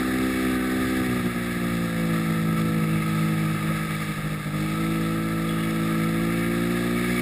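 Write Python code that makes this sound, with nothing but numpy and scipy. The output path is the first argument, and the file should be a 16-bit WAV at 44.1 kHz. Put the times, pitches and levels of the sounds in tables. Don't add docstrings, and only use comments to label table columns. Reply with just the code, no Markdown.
import sys
import numpy as np
from scipy import signal
from scipy.fft import rfft, irfft, next_fast_len
from scipy.io import wavfile
from scipy.ndimage import map_coordinates

SR = 44100
rng = np.random.default_rng(int(sys.argv[2]) if len(sys.argv) > 2 else 0)


def invert_db(level):
    return 10 ** (np.asarray(level, dtype=float) / 20)


def dump(signal):
    limited = np.clip(np.atleast_2d(signal).T, -1, 1)
    pcm = np.round(limited * 32767).astype(np.int16)
    wavfile.write(sys.argv[1], SR, pcm)


N = 317961
t = np.arange(N) / SR
CRUISE_HZ = 57

# t/s, crank speed/Hz, engine load/0-1, rider leaning over engine/0-1, rattle/dB (before band share)
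RIDE = [(0, 63.8, 0.62, 0, 0.5), (.3, 64.2, 0.7, 0, 1.5), (.64, 63.36, 0.74, 0, 0.5),
        (.92, 64.24, 0.68, 0, 2.5), (1.02, 63.25, 0.65, 0.2, 0), (1.24, 60, 0.6, 0.34, -0.5),
        (1.57, 58.68, 0.55, 0.25, 0), (1.89, 56.77, 0.4, 0.5, -1), (2.17, 55.2, 0.69, 0.73, 0),
        (2.41, 54.43, 0.6, .9, -1.5), (2.7, 54.8, 0.86, 0.74, -1.5), (2.87, 53.53, 0.63, 0.99, -.5),
        (3.27, 53.43, .7, 0.88, 0.5), (3.55, 52.75, .65, 0.74, 0), (3.82, 53.35, 0.21, 0.48, 1.5),
        (4.16, 51.86, 0.2, 0.53, 0.5), (4.5, 50.73, 0.24, 0.3, -2), (4.62, 52.08, .85, 0, 0),
        (4.82, 54.5, 0.85, 0.01, -0.5), (5.4, 54.8, 0.79, 0, -1.5), (5.6, 54.9, .8, 0, 0),
        (6.02, 54.82, 0.97, 0.3, 0.5), (6.41, 56.96, 0.94, 0.01, 1), (6.8, 58.8, .95, 0.01, 1.5),
        (7.21, 59.96, 0.88, 0, 4)]
# t/s, firing size scatter/dB, rumble level/dB (before trim)
RAGGED = [(0, 1, -41), (1.1, 1, -33.5), (1.3, 2.5, -36), (1.7, 0.5, -37), (2.3, 1.2, -37),
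          (2.55, 0.9, -32.5), (3.4, 0.6, -38), (3.7, 1, -37.5), (4.5, 2, -37), (4.62, 0.9, -42),
          (6.2, -0.36, -40), (7.21, -0.6, -47)]


def curves(rows):
    s, *cols = np.transpose(rows)
    return [np.interp(t, s, c) for c in cols]


def unit(x):
    return x / np.sqrt(np.mean(x ** 2) + 1e-20)


def wobble(count):
    return map_coordinates(rng.standard_normal(int(count[-1]) + 4), [count])


def filtered(x, response):
    m = next_fast_len(N + SR // 2)
    return irfft(rfft(x, m) * response(np.fft.rfftfreq(m, 1 / SR)), m)[:N]


def coloured(x, table):
    hz, db = np.transpose(table)
    return filtered(x, lambda f: invert_db(np.interp(np.log(f + 1), np.log(hz), db, -120, -120)))


def resonance(table, f):
    return np.sqrt(sum(invert_db(2 * db) / (1 + (2 * (f - c) / w) ** 2) for c, w, db in table))


def pulses(events, width=1):
    return sum(db * np.exp(-((t - s) / (width * length)) ** 2) for s, db, length in events)


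def rumble():
    # f/Hz, relative density/dB
    colour = [(12, -28), (35, -14), (78, -10), (110, 0), (135, -5), (200, -16), (400, -50)]
    level_db = curves(RAGGED)[1] - 5.0 + 1.1 * wobble(t * 6)
    return invert_db(level_db) * unit(coloured(rng.standard_normal(N), colour))


def bumps():
    # t/s, level of decay at its start/dB, f/Hz, t60/s
    knocks = [(2.58, -36, 40, .25), (2.595, -29, 2280, .04), (3.7, -24, 530, .055), (4.17, -36, 48, .35),
              (4.93, -35, 50, .25), (5.47, -38, 40, .25), (5.49, -32, 600, .05), (5.62, -36, 40, .25)]
    out = np.zeros(N + SR)
    u = t[:SR // 4]
    for s, db, hz, t60 in knocks:
        envelope = invert_db(db - 60 * u / t60) * (1 - np.exp(-u * hz / 2))
        out[round(s * SR):][:len(u)] += envelope * np.sin(2 * np.pi * hz * u)
    return out[:N]


def scrapes():
    # t/s, starting level/dB, t60/s
    strokes = [(3.55, -67, 2.5), (5.49, -42.5, 1.1), (5.6, -50, 0.48)]
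    # f/Hz, relative density/dB
    crust = [(2600, -30), (2800, 3), (3100, -13), (3400, 6), (3650, -22), (4000, -40)]
    envelope = sum((t > s) * invert_db(db - 60 * np.abs(t - s) / t60) for s, db, t60 in strokes)
    grit = invert_db(2.74 * wobble(t * 120)) * rng.standard_normal(N)
    return envelope * unit(coloured(grit, crust))


def swell(turns):
    # f/Hz, relative density/dB
    colour = [(2100, -30), (2200, -1), (2270, -1), (2330, -10), (2420, -30)]
    start_s, rise_db_per_s, end_db = 6.9, 33, -35
    hiss = (1 + .5 * np.cos(2 * np.pi * turns)) * rng.standard_normal(N)
    envelope = (t > start_s) * invert_db(end_db + rise_db_per_s * (t - t[-1]))
    return envelope * unit(coloured(hiss, colour))


def clatter(turns):
    # level/dB, rise/dB per Hz of crank speed, share of rattle/1, rise at full lean/dB
    bands = [(-39.5, 0.15, 0.42, 1.5), (-41, 0.46, 0.72, 1.5), (-40.5, 0.04, 0.95, 0.2),
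             (-44, 0.11, 0.71, -0.05)]
    # t/s, rise/dB, 1/e half-width/s
    jolts = [(2.593, 5, 0.021), (3.103, 1, 0.032), (4.614, 0.5, 0.034)]
    # f/Hz, relative density/dB
    housing = [(300, -15), (500, -13.5), (800, -12), (1010, -21.5), (1130, -8), (1230, 2), (1300, -1),
               (1380, -6), (1460, -21.5), (1540, -9), (1700, -9)]
    rasp = [(1350, -36), (1460, -26), (1560, -7.5), (1660, 3.5), (1850, 1), (1990, -1), (2200, -44)]
    grate = [(1800, -38), (1990, -6.5), (2080, 2), (2160, -4), (2250, 3.5), (2400, -9.5), (2520, -7),
             (2650, -3.5), (2800, -11), (3070, -14), (3400, -53)]
    upper = [(2800, -44), (3070, -19), (3350, -2.5), (3700, -2), (4000, -5), (4500, -11), (5100, -8.5),
             (6000, -10)]
    speed_hz, _, lean, rattle_db = curves(RIDE)
    beat = 1 + .08 * np.cos(2 * np.pi * turns) + .08 * np.cos(4 * np.pi * turns + 1)
    shared_db = 0.42 * wobble(t * 40) + 0.55 * wobble(t * 150) + pulses(jolts)
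    slap = np.exp(6000 * (np.cos(2 * np.pi * (turns + .002 * wobble(turns))) - 1))
    out = 0
    for (db, rise, share, lean_db), colour in zip(bands, (housing, rasp, grate, upper)):
        level_db = db + rise * (speed_hz - CRUISE_HZ) + share * rattle_db + lean_db * lean
        own_db = 0.55 * wobble(t * 25) + 0.65 * wobble(t * 3.49)
        hiss = beat * invert_db(shared_db + own_db) * rng.standard_normal(N)
        mix = unit(coloured(hiss, colour)) + 0.12 * unit(coloured(slap, colour))
        out = out + invert_db(level_db) * unit(mix)
    return out


def whine(turns):
    teeth = 24
    phase = 2 * np.pi * teeth * turns + .4 * wobble(t * 25)
    tone = invert_db(.9 * wobble(t * 9)) * np.sin(phase)
    modes = [(1294, 85, 0.5), (1524, 18, -1.5)]  # f/Hz, width/Hz, level/dB; gain applied twice
    return invert_db(-38.5) * filtered(tone, lambda f: resonance(modes, f) ** 2)


def exhaust(turns):
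    # order, rise from no to full load/dB, rise at full lean/dB
    strong_orders = [(1, 0, -7.5), (2, 7, 4.5), (3, 3.5, 4.5), (4, 5.5, 3.4), (5, 6.5, 1), (6, 9.5, -1.5)]
    # order, level before muffler gain/dB
    weak_orders = [(7, -40), (8, -46), (9, -42.5), (10, -48.5), (11, -44), (12, -44), (13, -48.5),
                   (14, -53.5), (15, -53.5), (16, -47.5), (17, -50), (18, -45.5)]
    # t/s, depth/dB, length/s (1/e half-width is 0.7 of it)
    misses = [(0.334, 2.3, 0.031), (1.057, 2.7, 0.02), (1.219, 2.5, 0.022), (1.329, 5.6, 0.027),
              (1.403, 4.0, 0.025), (1.539, 4.5, 0.03), (1.914, 2.3, 0.06), (2.222, 2.3, 0.027),
              (2.567, 2.6, 0.02), (3.031, 3.4, 0.047), (3.362, 2.7, 0.021), (3.598, 3.8, 0.06),
              (3.789, 2.4, 0.026), (3.872, 4.4, 0.031), (3.992, 2.8, 0.026), (4.057, 3.6, 0.04),
              (4.149, 11, 0.033), (4.226, 5.6, 0.02), (4.307, 3.4, 0.035), (4.359, 3.6, 0.024),
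              (4.436, 10, 0.026), (4.517, 4.8, 0.023)]
    # f/Hz, level/dB
    pipe_even = [(100, -53.5), (119, -43.5), (128, -48.5), (204, -37), (235, -35), (256, -31.5),
                 (305, -42.5), (321, -40.5), (345, -41.5), (386, -43)]
    # f/Hz, level/dB
    pipe_odd = [(50, -43), (65, -42), (152, -32.5), (165, -32.5), (192, -36), (253, -43.5), (265, -52),
                (274, -43.5), (288, -40), (300, -41.5), (321, -36.5)]
    # f/Hz, width/Hz, level/dB
    muffler = [(508, 45, 0.5), (608, 34, -8.5), (749.4, 56, -3), (856, 32, -9)]
    # f/Hz, width/Hz
    chambers = [(106, 33), (197, 22), (389, 150)]
    # f/Hz, relative density/dB
    rush = [(20, -12), (100, -12), (200, -3), (350, 2), (500, -7.5), (900, -33.5), (1300, -80)]
    weak_load_db, weak_lean_db = 0.5, 1.5

    speed_hz, load, lean, _ = curves(RIDE)
    scatter_db = curves(RAGGED)[0]
    size_db = scatter_db * wobble(turns) - pulses(misses, .7)
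    shake_turns = .004 * scatter_db * wobble(turns)

    orders = []
    for k, load_db, lean_db in strong_orders:
        pipe_hz, pipe_db = np.transpose(pipe_odd if k % 2 else pipe_even)
        level_db = np.interp(k * speed_hz, pipe_hz, pipe_db) + load_db * load + lean_db * lean
        orders.append((k, invert_db(level_db)))
    for k, db in weak_orders:
        level_db = db + weak_load_db * (2 * load - 1.5) + weak_lean_db * lean * (k < 10)
        orders.append((k, invert_db(level_db) * resonance(muffler, k * speed_hz)))

    tone = 0
    for k, gain in orders:
        hz = k * speed_hz
        lag_cycles = sum(np.arctan2(hz * w, c * c - hz * hz) / np.pi for c, w in chambers)
        lag_cycles = lag_cycles + .11 * max(k - 8, 0) ** 2
        if k < 7:
            own_db = .6 * wobble(t * 10)
        else:
            own_db = 1.3 * wobble(t * 10) + 1.1 * wobble(t * 2.5)
        if k < 3:
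            own_db = own_db + 2 * lean * wobble(t * 8)
        phase = 2 * np.pi * (k * (turns + shake_turns) - lag_cycles)
        tone = tone + gain * invert_db(own_db) * np.sqrt(2) * np.cos(phase)

    gas_db = -45.5 + 2.4 * load + 0.065 * (speed_hz - CRUISE_HZ) + wobble(t * 3)
    gas = unit(coloured(rng.standard_normal(N), rush))
    return invert_db(size_db) * tone + invert_db(gas_db + size_db / 2) * gas


def scene():
    turns = np.cumsum(curves(RIDE)[0]) / SR
    surroundings = rumble() + bumps() + scrapes() + swell(turns)
    engine = clatter(turns) + whine(turns) + exhaust(turns)
    return (surroundings + engine)[None]


def band_limit(x):
    return signal.sosfilt(signal.butter(12, 15750, fs=SR, output="sos"), x)


def record(dry):
    hold_hz, end_hz = 12000, 15290
    kept = filtered(dry[0], lambda f: (f < hold_hz / 2) * (invert_db(-22.0) + 1 / (1 + (f / 5450) ** 50)))
    sampled = kept * (1 + 2 * np.cos(2 * np.pi * hold_hz * t))
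    held = filtered(sampled, lambda f: np.sinc(f / hold_hz) / np.sinc(f / (4 * hold_hz)) * (f < end_hz))
    return band_limit(held[None])


dry = scene()
out = record(dry)
dump(out)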